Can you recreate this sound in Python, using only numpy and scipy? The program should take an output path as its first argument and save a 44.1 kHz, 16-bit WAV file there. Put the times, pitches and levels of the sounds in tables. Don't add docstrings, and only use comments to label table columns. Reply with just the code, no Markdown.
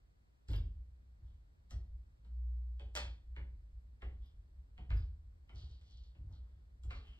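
import sys
import numpy as np
from scipy import signal
from scipy.fft import rfft, irfft, next_fast_len
from scipy.io import wavfile
from scipy.ndimage import uniform_filter1d

SR = 44100
rng = np.random.default_rng(int(sys.argv[2]) if len(sys.argv) > 2 else 0)


def store_wav(level_fs):
    pcm = np.round(np.clip(np.atleast_2d(level_fs), -1, 1) * 32767)
    wavfile.write(sys.argv[1], SR, pcm.T.astype(np.int16))


N = 317157
TIME = np.arange(N) / SR
SIDES = np.array([[1], [-1]])

# [f/Hz, level/dB]
HOLLOW = [(60, -24), (140, 4), (220, -6), (330, -4.5), (500, -8.5), (900, -14), (2500, -52.5)]


def undb(db):
    return 10 ** (np.asarray(db) / 20)


def unit(x):
    return x / np.sqrt(np.mean(x ** 2))


def blow(x):
    return x / np.sqrt(np.sum(x ** 2) / (.03 * SR))


def along(points, hz):
    f, value = np.transpose(points)
    return np.interp(np.log(hz + 1e-3), np.log(f), value)


def colour(x, points, corner_hz=np.inf, peak_db=5, peak_share=0.79, peak_width=0.13, size=4096):
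    hz = np.fft.rfftfreq(size, 1 / SR)
    ratio = hz / corner_hz
    db = along(points, hz) + peak_db * np.exp(-.5 * ((ratio / peak_share - 1) / peak_width) ** 2)
    magnitude = undb(db) / np.sqrt(1 + ratio ** 6)
    cepstrum = irfft(np.log(magnitude))
    cepstrum[1:size // 2] *= 2
    cepstrum[size // 2 + 1:] = 0
    response = irfft(np.exp(rfft(cepstrum)))
    return signal.fftconvolve(x, response)[:len(x)]


def ring(modes):
    t = TIME[:SR]
    total = np.zeros(SR)
    for k, (hz, db, t60) in enumerate(modes):
        total += (-1) ** k * undb(db - 60 * t / t60) * np.sin(2 * np.pi * hz * t)
    return total


def add(track, s, x):
    i = max(int(s * SR), 0)
    part = x[..., :N - i]
    track[..., i:i + part.shape[-1]] += part


def room(x, direct_db, spread=0.36, size=24000):
    # [f/Hz, t60/s]
    reverb_times = [(150, .6), (400, .44), (1200, 0.35), (3200, 0.35), (7000, 0.26), (13000, 0.18)]
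    t, hz = TIME[:size], np.fft.rfftfreq(size, 1 / SR)
    common, apart = rfft(rng.standard_normal((2, size)))
    field = common + spread * apart * SIDES
    centres, t60s = np.transpose(reverb_times)
    tail = np.zeros((2, size))
    for band, t60 in zip(np.eye(len(t60s)), t60s):
        band_noise = irfft(field * along(np.c_[centres, band], hz))
        tail += band_noise * undb(-60 * t / t60)
    tail *= 1 - np.exp(-t / 0.0025)
    tail /= np.sqrt(np.sum(tail ** 2) / 2)
    tail[:, 0] += undb(direct_db)
    return signal.fftconvolve(x[None], tail, axes=1)


def background(mid_db=-79.5, side_db=-79):
    # [f/Hz, level/dB]
    air_mid = [(100, 0), (200, -5.5), (400, -11.5), (700, -17.5), (1300, -22), (2000, -24.5), (2800, -30),
               (4400, -24), (6200, -36), (8000, -29), (10500, -45), (12300, -32.5), (14000, -51.5)]
    # [f/Hz, level/dB]
    air_side = [(100, -5), (260, -10), (500, -13.5), (1300, -18), (2400, -23.5), (4200, -31), (6000, -32),
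                (8200, -43), (10200, -36), (13000, -51.5)]
    # [t/s, level/dB]
    rumble_level = [(0, -62.5), (.44, -71.5), (.6, -60), (7.19, -58)]
    # [f/Hz, level/dB]
    rumble_colour = [(15, -30), (30, -15.5), (45, -4.5), (61, 3), (75, -9.5), (105, -15.5), (150, -25.5),
                     (300, -39), (900, -54), (3000, -79)]
    mid, side, low = rng.standard_normal((3, N))
    hiss_mid = undb(mid_db) * unit(colour(mid, air_mid))
    hiss_side = undb(side_db) * unit(colour(side, air_side)) * SIDES
    rumble_gain = undb(np.interp(TIME, *np.transpose(rumble_level)))
    rumble = rumble_gain * unit(colour(low, rumble_colour, size=16384))
    return hiss_mid + hiss_side + rumble


def strike(t, db, corner_hz, body_db, ramp_db, scuff_db=-1, ramp_s=.0065, scuff_s=.0035):
    # [f/Hz, level/dB]
    wood_colour = [(100, -13.5), (300, -11.5), (550, -0.5), (900, -3), (1400, 2.5), (1950, -1.5),
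                   (2450, -0.5), (3050, 1.5), (3600, 0.5), (4200, -1.5), (6000, -7), (8700, -2),
                   (10400, -14), (12300, -5), (15000, -8)]
    crunch, body = rng.standard_normal((2, len(t)))
    ramp = undb(ramp_db) * blow(crunch * (t < 0) * np.exp(-abs(t) / ramp_s))
    click = blow(signal.unit_impulse(len(t), np.argmin(abs(t))))
    scuff = undb(scuff_db) * blow(crunch * (t >= 0) * np.exp(-abs(t) / scuff_s))
    wood = undb(db) * blow(colour(ramp + click + scuff, wood_colour, corner_hz))
    hollow = blow(colour(body * (t >= 0) * np.exp(-abs(t) / .015), HOLLOW))
    return wood + undb(body_db) * hollow


def bend(x, lowest_hz=400, travel_s=.006):
    hz = np.fft.rfftfreq(len(x), 1 / SR)
    late_s = travel_s * np.sqrt(1000 / np.maximum(hz, lowest_hz))
    cycles = np.cumsum(late_s - late_s[-1]) * hz[1]
    return irfft(rfft(x) * np.exp(-2j * np.pi * cycles), len(x))


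def knocks(ramp_db=-8, near_db=-3, lead=700, size=4096):
    # [t/s, level/dB, brightness corner f/Hz, hollow body level/dB]
    knock_list = [(.484, -65.5, 6160, -58.5), (.502, -66, 4930, -60), (.532, -57.5, 3770, -66),
                  (1.707, -64.5, 7060, -63.5), (2.247, -80.5, 4540, -73.5), (2.795, -65, 3830, -65.5),
                  (3.362, -60, 2690, -60.5), (4.019, -60.5, 2520, -59), (4.777, -67.5, 3100, -63),
                  (4.903, -55.5, 2510, -58.5), (5.492, -68, 2920, -72), (5.811, -80.5, 5970, -91),
                  (6.148, -81, 3400, -72), (6.834, -74, 8650, -69), (6.906, -54.5, 3020, -68)]
    out, t = np.zeros((2, N)), TIME[:size] - lead / SR
    for s, db, corner_hz, body_db in knock_list:
        knock = bend(strike(t, db, corner_hz, body_db, ramp_db))
        add(out, s + t[0], room(knock, direct_db=near_db))
    return out


def pushes(thud_ms=13.85, walk_from_s=.5, stir_per_s=3.5, stir_db=-47, stir_scatter_db=4.5, count=40):
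    # [t/s, force level/dB, heel contact/ms, time between contacts/s]
    steps = [(.487, -28.5, 2.5, .04), (4.892, -26, 5.6, 0.038), (5.528, -41.5, 2.8, .074),
             (6.177, -42.5, 2.8, 0.057)]
    # [relative force level/dB, contact time as a multiple of the heel's]
    roll = [(-1.5, 1), (1.5, 1.45), (-1.5, 1.6)]
    # [t/s, force level/dB, contact/ms]
    footfalls = [(1.211, -43.5, 6.5), (1.723, -34, 6), (2.82, -40, 8.6), (3.035, -41.5, 5.6),
                 (3.378, -34.5, 11.7), (4.03, -31, 12.7), (4.781, -38, 12), (6.841, -35, 6.8)]
    # [t/s, force level/dB]
    thuds = [(.672, -33.5), (.766, -35), (1.909, -32.5), (3.282, -38), (3.551, -38.5), (3.732, -37),
             (4.107, -36), (4.179, -35), (4.516, -47), (5.233, -39.5), (5.974, -42), (6.402, -40.5),
             (6.93, -32)]
    rolled = []
    for s, db, ms, roll_s in steps:
        for k, (part_db, softer) in enumerate(roll):
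            rolled.append((s + k * roll_s, db + part_db, ms * softer))
    chance = rng.standard_normal((count, 2))
    times = walk_from_s + np.cumsum(np.exp(.3 * chance[:, 0])) / stir_per_s
    levels = stir_db + stir_scatter_db * chance[:, 1]
    stirs = [(s, db, thud_ms) for s, db in zip(times, levels) if s < TIME[-1]]
    return rolled + list(footfalls) + [(s, db, thud_ms) for s, db in thuds] + stirs


def thumps(build_s=0.012, hollow_db=-21):
    # [f/Hz, relative level/dB, t60/s]
    ceiling_modes = [(40.3, -1.8, 0.16), (47.34, -7.5, 0.59), (60.8, 2, 0.56), (68.07, -11.5, 0.77),
                     (78.51, -13, 0.8), (87.7, -8, 0.55), (104.9, -5, 0.27), (140.4, -18.5, 0.23)]
    force = np.zeros(N)
    for s, db, contact_ms in pushes():
        sigma_s = contact_ms / 4000
        push = np.exp(-.5 * np.minimum(((TIME - s) / sigma_s) ** 2, 100))
        force += undb(db) * push / push.sum()
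    t = TIME[:SR]
    boom = ring(ceiling_modes) * (1 - np.exp(-t / build_s))
    dense_modes = unit(colour(rng.standard_normal(SR), HOLLOW)) * np.exp(-t / 0.094)
    return signal.fftconvolve(force, boom + undb(hollow_db) * dense_modes)[:N]


def rattles(board_s=2.962, board_db=-45, chatter_s=0.0094, size=2048):
    # [f/Hz, relative level/dB, t60/s]
    board_modes = [(593, 3, 0.27), (750, -15, 0.18), (920, -2.5, 0.32), (1396, 7, 0.12), (1524, -6, 0.4),
                   (1870, -2.5, 0.17), (2005, -0.5, 0.21), (3015, 4, 0.25), (3340, -3.5, 0.38),
                   (3610, -10, 0.35), (4400, -4.5, 0.37)]
    # [t/s, level/dB]
    tick_list = [(.515, -74.5), (.557, -72), (4.259, -89.5), (4.967, -77), (6.835, -98)]
    # [f/Hz, relative level/dB, t60/s]
    trinket_modes = [(4980, -1.5, 0.016), (7800, -11, 0.0032), (11700, -5, 0.0049), (12750, -24, .005)]
    out = np.zeros((2, N))
    board = blow(ring(board_modes) * (1 - np.exp(-TIME[:SR] / 0.00059)))
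    add(out, board_s, undb(board_db) * board)
    for s, db in tick_list:
        chatter = rng.standard_normal(size) * np.exp(-TIME[:size] / chatter_s)
        tick = blow(signal.fftconvolve(chatter, ring(trinket_modes)[:size]))
        add(out, s, room(undb(db) * tick, direct_db=1))
    return out


def swell(t, rise_s, length_s, swell_db=8, sag_db_per_s=62, release_db_per_s=285):
    rise = -swell_db * np.maximum(1 - t / rise_s, 0)
    sag = -sag_db_per_s * np.maximum(t - rise_s, 0)
    outside = np.maximum(t - length_s, 0) + np.maximum(-t, 0)
    return rise + sag - release_db_per_s * outside


def creaks(slip_hz=108, jitter=.2, scatter_db=3, hiss_db=-12, squeak_db=-2, edge_db=-10, count=150,
           scrape_lead_s=.03):
    # [t/s, swell/s, length/s, stick-slip level/dB, squeak f/Hz, share of bright rasp 0-2, scrape level/dB]
    creak_list = [(1.229, 0.033, 0.077, -88.5, 3500, 1, -81),
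                  (4.219, 0.026, 0.021, -74.5, 3450, 0.26, -79.5),
                  (4.95, 0.021, 0.054, -73, 4820, 1, -79.5), (5.545, 0.01, 0.22, -66, 4420, 1.1, -72),
                  (5.828, 0.089, 0.24, -71.5, 4420, 1.3, -93.5), (6.313, 0.033, 0.033, -77, 4200, 1.5, -70),
                  (6.439, 0.039, 0.51, -91, 3500, 1, -81), (6.909, 0.035, 0.057, -67.5, 4200, 1, -68.5),
                  (7.019, 0.038, 0.21, -70, 3020, 0.13, -74.5)]
    # [f/Hz, level/dB]
    slip_colour = [(300, -9.5), (1200, -21.5), (2000, -10), (2550, -2), (3050, 8.5), (3700, 6), (4500, 5.5),
                   (5300, -6.5), (7000, -17.5), (9500, -40), (14000, -22.5)]
    # [f/Hz, level/dB]
    scrape_colour = [(80, -1.5), (200, 6.5), (400, 1), (900, -6), (1400, -6), (2200, -15), (4000, -31.5)]
    out = np.zeros((2, N))
    edge_band = signal.butter(3, [3800, 6000], "bandpass", fs=SR, output="sos")
    t = TIME[:SR // 2] - .1
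    for s, rise_s, length_s, db, squeak_hz, bright, scrape_db in creak_list:
        resonance = ring([(squeak_hz, 0, .006)])
        slip_db = db + swell(t, rise_s, length_s)
        bright = np.clip(bright, 0, 2)
        chance = rng.standard_normal((count, 2))
        at = (np.cumsum(np.exp(jitter * chance[:, 0])) * SR / slip_hz).astype(int)
        inside = at < len(t)
        slips = np.zeros(len(t))
        slips[at[inside]] = undb(scatter_db * chance[inside, 1])
        friction = unit(slips) + undb(hiss_db) * rng.standard_normal(len(t))
        squeak = unit(signal.fftconvolve(friction, resonance)[:len(t)])
        rasp = bright * unit(colour(friction, slip_colour))
        rub = unit(undb(squeak_db) * squeak + rasp)
        scrape_gain = undb(scrape_db + swell(t + scrape_lead_s, rise_s, length_s))
        scrape = scrape_gain * unit(colour(rng.standard_normal(len(t)), scrape_colour))
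        add(out, s + t[0], room(undb(slip_db) * rub + scrape, direct_db=-7.0))
        edge = unit(signal.sosfilt(edge_band, slips))
        add(out, s + t[0], undb(slip_db + edge_db) * bright * edge)
    return out


def drone(drone_hz=59.9):
    # [t/s, level/dB]
    drone_level = [(2.24, -57), (2.286, -46.5), (2.478, -37.5), (2.778, -43), (2.808, -51.5), (2.982, -45),
                   (3.04, -39.5), (3.124, -40.5), (3.17, -78)]
    s, db = np.transpose(drone_level)
    gain = uniform_filter1d(np.interp(TIME, s, undb(db), left=0, right=0), size=1000)
    return np.sqrt(2) * gain * np.sin(2 * np.pi * drone_hz * (TIME - s[0]))


def snap(first_s=2.953, gap_s=.0105, db=-47.5, corner_hz=7520, dulling=0.82, body_db=-64.5,
         ramp_db=-24, near_db=-3, count=3, size=4096):
    out, t = np.zeros((2, N)), TIME[:size] - .015
    for k in range(count):
        crack = strike(t, db, corner_hz * dulling ** k, body_db, ramp_db)
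        add(out, first_s + k * gap_s + t[0], room(crack, direct_db=near_db))
    return out


def scene():
    # [f/Hz, phase/rad]
    left_lead = [(100, -0.5), (1000, 1.13), (1500, 2), (1950, 1.66), (2300, 2.5), (2700, 3), (3200, 2),
                 (3700, 2), (4400, 1.45), (5300, 1.53), (6000, 2), (7200, 5.5), (8700, 7), (10300, 9),
                 (12000, 13), (15000, 10.5)]
    left, right = knocks() + snap() + rattles() + creaks()
    size = next_fast_len(N + SR)
    lag = np.exp(-1j * along(left_lead, np.fft.rfftfreq(size, 1 / SR)))
    sharp = np.array([left, irfft(rfft(right, size) * lag, size)[:N]])
    return sharp + thumps() + drone() + background()


def record(dry):
    return signal.sosfilt(signal.ellip(8, .2, 70, 14000, fs=SR, output="sos"), dry)


dry = scene()
out = record(dry)
store_wav(out)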